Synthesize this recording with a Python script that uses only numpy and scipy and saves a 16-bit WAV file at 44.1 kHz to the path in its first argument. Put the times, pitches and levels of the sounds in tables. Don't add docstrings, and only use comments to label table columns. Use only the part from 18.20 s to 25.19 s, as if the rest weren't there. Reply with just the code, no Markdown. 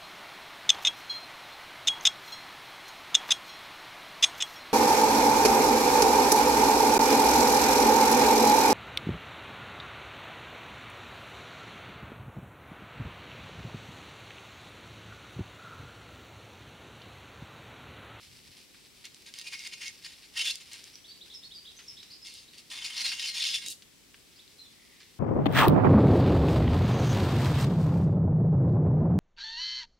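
import sys
import numpy as np
from scipy import signal
from scipy.fft import rfft, irfft
from scipy.io import wavfile
from scipy.ndimage import uniform_filter1d

SR = 44100
rng = np.random.default_rng(int(sys.argv[2]) if len(sys.argv) > 2 else 0)


def int16_out(signal):
    q = np.round(np.clip(np.atleast_2d(signal).T, -1, 1) * 32767)
    wavfile.write(sys.argv[1], SR, q.astype(np.int16))


N = 308250
TAPS = 4096
HZ, TIME = np.fft.rfftfreq(TAPS, 1 / SR), np.arange(N) / SR

# f/Hz, level/dB
AIR_COLOUR = [(15, -46), (25, -5.5), (71, -4.5), (183, -3), (246, -2.5), (281, -3.5), (421, -5.5),
              (469, -10), (537, -9), (582, -13.5), (1490, -15.5), (1950, -12.5), (3340, -11), (7910, -14.5),
              (15500, -21)]
# f/Hz, correlation
AIR_COHERENCE = [(60, 0.93), (150, 0.15), (380, 0.24), (950, 0.11), (2380, 0.074), (5980, 0.041),
                 (15000, 0.081)]
# t/s, length/s, level/dB, f/Hz, width/octaves
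SWELLS = [(0, 0.42, -65, 103, .9), (5.432, 0.098, -60, 213, 0.81), (6.499, 0.46, -67.5, 2040, 0.14)]
# t/s, level/dB
RUSTLE_LEVEL = [(0, -55.5), (.33, -57), (.48, -61.5), (1, -59), (1.2, -56.5), (2.1, -58.5), (2.65, -53.5),
                (2.85, -60.5), (3.45, -62), (3.65, -58), (4.2, -62), (5.53, -66), (5.62, -68.5),
                (6.08, -64), (6.25, -61.5), (6.99, -65.5)]
# f/Hz, level/dB
RUSTLE_COLOUR = [(400, -15.5), (1400, -12), (2200, -1), (3500, 0.5), (5300, 1), (6800, -11.5), (9500, -9),
                 (15000, -24)]
# t/s, level/dB, decay/s, f/Hz
CREAK_AND_SNAPS = [(0.545, -53, 0.0087, 2200), (3.59, -48.5, 0.025, 2800), (3.828, -49.5, 0.015, 3320),
                   (5.5, -39.5, 0.02, 7140), (5.622, -49, 0.0073, 3500), (5.943, -46, 0.0047, 2560),
                   (6.803, -50.5, 0.031, 3240)]
# f/Hz, width/Hz, height over contact noise/dB
BAR_MODES = [(933, 156, 10.5), (1616, 19, 12.5), (1872, 62, 13.5), (2156, 65, 17.5), (2461, 67, 13),
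             (2770, 76, 15.5), (2720, 15, 17.5), (3020, 11, 9), (3092, 97, 11.5), (3380, 56, 4.5),
             (3500, 53, 13), (3824, 22, 8.5), (3843, 40, 11.5), (4200, 13, 11), (4210, 12, 17.5),
             (4576, 130, 10), (4700, 77, -14), (5025, 93, 8.5), (5030, 26, 15.5), (5420, 53, 11),
             (5460, 95, 15), (5830, 21, 20), (6460, 37, 18.5), (6630, 25, 7.5), (6850, 35, 7),
             (7030, 16, 18.5), (7800, 19, -24)]
# f/Hz, level/dB
CONTACT_COLOUR = [(300, -64), (650, -23), (950, -19), (1400, -9), (1900, -7), (3000, 0.5), (4900, 2.5),
                  (6100, -8.5), (7500, -14), (9400, -9), (11200, -23.5), (12800, -19), (14000, -46),
                  (15800, -26)]
# t/s, length/s, effort/dB, body (the bar's low ring)/dB
TUGS = [(0.84, 0.031, -50, -3.5), (1.058, 0.035, -50.5, -5), (1.138, 0.085, -49.5, -8),
        (1.322, 0.027, -47, 4.5), (1.462, 0.0024, -41, 3.5), (1.821, 0.12, -53, -8.5),
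        (1.844, 0.023, -42, -8.5), (2.023, 0.033, -54.5, -6), (2.4, 0.015, -47.5, -11),
        (2.513, 0.046, -47, -8), (4.045, 0.064, -47, -11), (4.117, 0.086, -51, -15),
        (4.211, 0.033, -56, -14), (4.328, 0.03, -56, -6), (4.375, 0.027, -50.5, -14),
        (4.5, 0.013, -45, -18), (4.643, 0.023, -35.5, -9), (4.736, 0.011, -48, -1),
        (4.845, 0.021, -36, 0.5), (4.917, 0.014, -36, 0.5)]
# t/s, level/dB, f/Hz
LINK_TICKS = [(0.8541, -26, 4200), (0.9458, -32, 4600), (1.022, -42, 4300), (1.064, -38, 4100),
              (1.1395, -26, 4070), (1.188, -24.5, 4420), (1.197, -25, 4100), (1.2139, -28, 4800),
              (1.3932, -25.5, 4900), (1.4745, -23, 4470), (1.6815, -22.5, 4400), (2.175, -21, 4070),
              (2.3561, -24, 5360), (2.5328, -27.5, 5530), (2.641, -30, 5070), (2.756, -30, 4300),
              (3.832, -33, 3600), (4.0705, -28, 4700), (4.1401, -30, 6600), (4.3829, -35, 4370),
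              (4.7804, -18.5, 4200), (5.24, -18, 3600), (5.3582, -21, 3700), (5.4628, -21.5, 5300),
              (5.4843, -20, 5650), (6.2784, -41, 3740)]
# t/s, effort/dB, favoured f/Hz
FIRST_PULL = [(1.235, -57, 2470), (1.277, -39, 2420), (1.301, -52.5, 2280), (1.333, -39, 2160),
              (1.379, -51.5, 2200), (1.393, -44.5, 2310), (1.403, -47, 2400), (1.475, -45.5, 2200),
              (1.481, -55.5, 2240), (1.521, -53, 2270), (1.535, -41, 2200), (1.567, -58, 2240),
              (1.627, -42.5, 2510), (1.649, -45.5, 2330), (1.677, -40.5, 2190), (1.73, -67, 2230)]
# t/s, effort/dB, favoured f/Hz
LURCH = [(2.13, -67, 3350), (2.178, -32.5, 2960), (2.206, -33.5, 2960), (2.216, -31, 2930),
         (2.234, -37.5, 3010), (2.26, -29.5, 3500), (2.312, -31.5, 3560), (2.336, -47, 3680),
         (2.354, -51, 3860), (2.38, -55, 4350)]
# t/s, effort/dB, favoured f/Hz
LONG_PULL = [(4.49, -82, 3290), (4.514, -42.5, 3690), (4.598, -42, 3330), (4.644, -42, 3020),
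             (4.722, -43.5, 3240), (4.816, -31.5, 4100), (4.836, -36.5, 4260), (4.854, -29, 4420),
             (4.902, -35, 4150), (4.926, -36.5, 3800), (4.954, -41.5, 3680), (5.002, -38.5, 4140),
             (5.038, -35, 3200), (5.09, -32.5, 3880), (5.126, -46, 3260), (5.156, -36, 3160),
             (5.218, -32.5, 3650), (5.27, -29.5, 3210), (5.322, -34.5, 3540), (5.36, -30, 3760),
             (5.4, -44.5, 3920), (5.47, -44, 4350)]
# curve, first and last body under light load/dB, lowest mode's lift at mid-pull/dB
PULLS = [(FIRST_PULL, -6.3, -1.7, -2.5), (LURCH, -5.5, -11.5, -0.54), (LONG_PULL, -6, -9.5, 0.81)]
# t/s, top f/Hz, level/dB, count
CHIRPS = [(2.839, 4140, -54.5, 1), (2.904, 4300, -55, 1), (3.006, 4290, -50.5, 1), (3.095, 4200, -53, 2),
          (3.226, 4490, -52, 1), (3.306, 4050, -50.5, 1), (3.447, 4050, -52, 2), (3.764, 4180, -53.5, 2),
          (3.9, 5320, -52, 2), (4.273, 4410, -59.5, 1), (6.152, 5300, -61.5, 1), (6.185, 4100, -58, 1)]
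# t/s, length/s, first f/Hz, last f/Hz, level/dB
WHISTLES = [(2.73, 0.037, 5570, 5650, -57.5), (2.875, 0.046, 4300, 4700, -52),
            (3.138, 0.032, 5620, 5100, -47.5), (3.242, 0.027, 4160, 4390, -50.5),
            (3.333, 0.0655, 5000, 4615, -51), (3.561, 0.034, 6030, 6300, -56.5),
            (3.673, 0.042, 5750, 5230, -47.5), (4.015, 0.046, 5450, 5020, -53.5),
            (6.382, 0.056, 4120, 4090, -53), (6.434, 0.056, 4000, 3410, -61.5)]
# f/Hz, side over mid/dB
GROUND_WIDTH = [(700, -9.5), (1400, -14), (2400, -18.5), (4400, -13), (8000, -3), (15000, -2.5)]
# f/Hz, T60/s
ORCHARD_T60 = [(500, 0.34), (2500, 0.28), (5000, 0.47), (9000, 0.57), (15000, 0.18)]

HARD_DB, TIGHT_DB = -31, -45.5
BODY_LOSS, GRIT_LOSS = 0.38, 0.28
LOOSE_LINK_HZ = 4034


def amp(db):
    return 10 ** (np.asarray(db) / 20)


def unit(x):
    return x / np.sqrt(np.mean(x ** 2) + 1e-20)


def read(points, hz):
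    f, value = np.transpose(points)
    return np.interp(np.log(hz + 1), np.log(f + 1), value)


def hump(hz, centre_hz, octaves):
    return np.exp(-.5 * (np.log2((hz + 1) / centre_hz) / octaves) ** 2)


def add(mix, s, sound):
    part = mix[max(round(s * SR), 0):][:len(sound)]
    part += sound[:len(part)]


def tint(x, points):
    return irfft(rfft(x) * amp(read(points, np.fft.rfftfreq(N, 1 / SR))), N)


def causal(gain):
    log_gain = np.log(np.maximum(gain, gain.max() * 1e-5))
    mirrored = np.concatenate([log_gain, log_gain[-2:0:-1]])
    return np.fft.ifft(np.exp(np.conj(signal.hilbert(mirrored)))).real


def band_rms(gain, low_hz, high_hz):
    return np.sqrt(np.mean(gain ** 2 * (HZ > low_hz) * (HZ < high_hz)))


def grains(count, per_s, spread_db, smooth):
    size = amp(spread_db * np.minimum(rng.exponential(1, count), 3.5))
    hits = size * rng.choice([-1, 1], count) * (rng.random(count) < per_s / SR)
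    return unit(unit(hits) + smooth * rng.standard_normal(count))


def air(level_db=-61.5, whine_hz=7800, whine_db=-80, lean_db=0.94):
    hz = np.fft.rfftfreq(N, 1 / SR)
    left, unrelated = rfft(rng.standard_normal((2, N)))
    coherence = read(AIR_COHERENCE, hz)
    right = coherence * left + np.sqrt(1 - coherence ** 2) * unrelated
    pair = irfft(np.array([left, right]) * amp(read(AIR_COLOUR, hz)), N)
    pair *= amp(level_db) / pair.mean(0).std()
    whine = amp(whine_db) * unit(np.sin(2 * np.pi * whine_hz * TIME))
    return pair * amp([[lean_db], [-lean_db]]) + whine


def swells():
    out, hz = np.zeros(N), np.fft.rfftfreq(N, 1 / SR)
    for s, length, db, centre_hz, octaves in SWELLS:
        band = unit(irfft(rfft(rng.standard_normal(N)) * hump(hz, centre_hz, octaves), N))
        count = int(length * SR)
        add(out, s, amp(db) * band[:count] * signal.windows.tukey(count, .6))
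    return out


def rustle(clump_db=2):
    clumps = unit(uniform_filter1d(rng.standard_normal(N), size=1200))
    fibres = grains(N, per_s=1300, spread_db=3.5, smooth=0.92) * amp(clump_db * clumps)
    return amp(np.interp(TIME, *np.transpose(RUSTLE_LEVEL))) * unit(tint(fibres, RUSTLE_COLOUR))


def creak_and_snaps(octaves=0.87):
    out, t = np.zeros(N), np.arange(TAPS) / SR
    for s, db, decay, hz in CREAK_AND_SNAPS:
        cluster = grains(TAPS, per_s=3000, spread_db=0.5, smooth=1.0) * np.exp(-t / decay)
        gain = hump(HZ, hz, octaves) / np.sqrt(1 + (HZ / (2 * hz)) ** 8)
        add(out, s, amp(db) * signal.fftconvolve(cluster, causal(unit(gain))))
    return out


def bar_response(favoured_hz, favour_db=9.0, feed_db=2, detune=0.0018):
    hz, width, db = np.transpose(BAR_MODES)
    feed, load = rng.standard_normal((2, len(hz)))
    db = db + favour_db * hump(hz, favoured_hz, octaves=0.022) + feed_db * feed
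    hz = hz * (1 + detune * load)
    peaks = amp(db)[:, None] ** 2 / (1 + (2 * (HZ - hz[:, None]) / width[:, None]) ** 2)
    return np.sqrt(1 + peaks.sum(0))


def jerk(length, effort_db, body_db, favoured_hz, deep_db=-1, grit_db=-10, fall_s=0.0074, sag_db=1.5):
    t = np.arange(8192) / SR
    bite_s = 0.00059 * amp(.5 * (HARD_DB - effort_db))
    stroke = (1 - np.exp(-t / bite_s)) * np.exp(-np.maximum(t - length, 0) / fall_s)
    stroke *= amp(sag_db * (.5 - np.minimum(t / length, 1)))
    slips = grains(len(t), per_s=2600, spread_db=4.0, smooth=0.53) * stroke
    grip = amp(4 * hump(HZ, favoured_hz, octaves=0.16))
    gain = amp(read(CONTACT_COLOUR, HZ)) * grip * bar_response(favoured_hz)
    gain /= band_rms(gain, 2550, 7000)
    clamp_db = max(effort_db - TIGHT_DB, 0)
    body = amp(body_db - BODY_LOSS * clamp_db) / band_rms(gain, 1400, 2550)
    grit = amp(grit_db - GRIT_LOSS * clamp_db) / band_rms(gain, 7000, 14000)
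    deep = body * amp(deep_db)
    gain *= read([(1100, deep), (1600, body), (2250, body), (2800, 0.96), (5800, 0.97), (8000, grit)], HZ)
    return signal.fftconvolve(slips, causal(gain))


def tugs():
    out = np.zeros(N)
    for s, length, effort_db, body_db in TUGS:
        add(out, s, amp(effort_db) * jerk(length, effort_db, body_db, LOOSE_LINK_HZ))
    return out


def link_ticks(trim_db=-2.0, skirt_db=-22, chatter=0.26, chatter_s=0.001):
    out, t = np.zeros(N), np.arange(TAPS) / SR
    skirt = amp(skirt_db) * hump(HZ, 7500, octaves=1)
    low_cut = 1 / np.sqrt(1 + (1500 / (HZ + 1)) ** 4)
    for s, db, hz in LINK_TICKS + lesser_links():
        gain = (hump(HZ, hz, octaves=0.56) + skirt) * low_cut
        blow = (t == 0) + chatter * rng.standard_normal(TAPS) * np.exp(-t / chatter_s)
        click = signal.fftconvolve(blow, causal(gain))
        add(out, s, amp(db + trim_db) * click / abs(click).max())
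    return out


def pull(curve, first_body_db, last_body_db, lowest_db, jerks_per_s=24, scatter_db=2.1):
    s, effort_db, favoured_hz = np.transpose(curve)
    out, count = np.zeros(N), round((s[-1] - s[0]) * jerks_per_s)
    lag, strength, shift = rng.uniform(-1, 1, (count, 3)).T
    starts = np.interp(np.arange(count) + .3 * lag, [0, count], [s[0], s[-1]])
    lengths = np.diff(starts, append=s[-1])
    middles = starts + lengths / 2
    db = np.interp(middles, s, effort_db)
    hz = np.interp(middles, s, favoured_hz) * 2 ** (0.17 * shift)
    body_db = np.linspace(first_body_db, last_body_db, count)
    deep_db = lowest_db + np.linspace(4, -4, count)
    for k in range(count):
        slip = jerk(lengths[k], db[k], body_db[k], hz[k], deep_db[k])
        add(out, starts[k], amp(scatter_db * strength[k]) * slip)
    return out * amp(np.interp(TIME, s, effort_db))


def lesser_links(count=200, per_s=20, over_effort_db=7.5, centre_hz=4300, scatter_octaves=.15):
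    times = np.cumsum(rng.exponential(1 / per_s, count))
    pitches = centre_hz * 2 ** (scatter_octaves * rng.standard_normal(count))
    rows = []
    for curve, *_ in PULLS:
        s, effort_db, _ = np.transpose(curve)
        levels = np.interp(times, s, effort_db) + over_effort_db
        rows += [(t, db, hz) for t, db, hz in zip(times, levels, pitches) if s[0] < t < s[-1]]
    return rows


def bird_note(length, pitches, waver=.014, flutter_db=3.0):
    progress = np.linspace(0, 1, int(length * SR))
    wobble, flutter = uniform_filter1d(rng.standard_normal((2, TAPS)), size=60)[:, :len(progress)]
    glide = np.polyval(np.polyfit([0, .5, 1], pitches, 2), progress)
    hz = glide * (1 + waver * unit(wobble))
    swell = np.sin(np.pi * progress) * amp(flutter_db * unit(flutter))
    return unit(np.sin(2 * np.pi * np.cumsum(hz) / SR) * swell)


def bird(chirp_s=.028, spacing_s=.024, voice_ratio=1.1, voice_db=-17.5):
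    out = np.zeros(N)
    for s, top_hz, db, count in CHIRPS:
        rise = top_hz * np.array([.7, .89, 1])
        for k in range(round(count)):
            chirp = bird_note(chirp_s, rise) + amp(voice_db) * bird_note(chirp_s, voice_ratio * rise)
            add(out, s + k * spacing_s, amp(db) * chirp)
    for s, length, first_hz, last_hz, db in WHISTLES:
        halfway_hz = first_hz + 0.762 * (last_hz - first_hz)
        add(out, s, amp(db) * bird_note(length, [first_hz, halfway_hz, last_hz]))
    return out


def slither(s=5.461, length=0.065, effort_db=-43.0):
    out = np.zeros(N)
    slide = jerk(length, effort_db, body_db=-24, favoured_hz=LOOSE_LINK_HZ, grit_db=-3)
    add(out, s, amp(effort_db) * slide)
    return out


def ground_scatter(x, decay_s=.007):
    t = np.arange(TAPS) / SR
    bounce = rng.standard_normal(TAPS) * np.sqrt(t) * np.exp(-t / decay_s)
    side = tint(signal.fftconvolve(x, bounce / np.linalg.norm(bounce))[:N], GROUND_WIDTH)
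    return np.array([x + side, x - side])


def tree_scatter(x, stretch, delay_s, echoes_per_s=2500):
    taps = rng.standard_normal((2, SR)) * (rng.random((2, SR)) < echoes_per_s / SR)
    hz, t, spectra = signal.stft(taps, SR, nperseg=256)
    t60 = stretch * read(ORCHARD_T60, hz)[:, None]
    tail = signal.istft(spectra * amp(-60 * t / t60), SR, nperseg=256)[1]
    tail = np.pad(tail, ((0, 0), (int(delay_s * SR), 0)))
    return signal.fftconvolve(x[None], tail / np.linalg.norm(tail[0]), axes=1)[:, :N]


def scene(work_wet_db=-14, bird_wet_db=-2.5, hedge_db=-12, hedge_delay_s=0.034):
    grinding = tugs() + sum(pull(*row) for row in PULLS) + slither()
    work = grinding + link_ticks() + rustle() + creak_and_snaps()
    song = bird()
    hedge_echo = amp(hedge_db) * np.interp(TIME - hedge_delay_s, TIME, song)
    near = ground_scatter(work + swells())
    near += amp(work_wet_db) * tree_scatter(work, stretch=0.68, delay_s=.008)
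    far = ground_scatter(song + hedge_echo)
    far += amp(bird_wet_db) * tree_scatter(song, stretch=1.05, delay_s=.006)
    return near + far + air()


def record(dry, low_cut_hz=36, edge_hz=15850):
    rumble_filter = signal.butter(N=4, Wn=low_cut_hz, btype="high", fs=SR, output="sos")
    band_limit = signal.firwin(511, edge_hz, window=("kaiser", 9), fs=SR)
    return signal.oaconvolve(signal.sosfilt(rumble_filter, dry), band_limit[None], "same")


dry = scene()
out = record(dry)
int16_out(out)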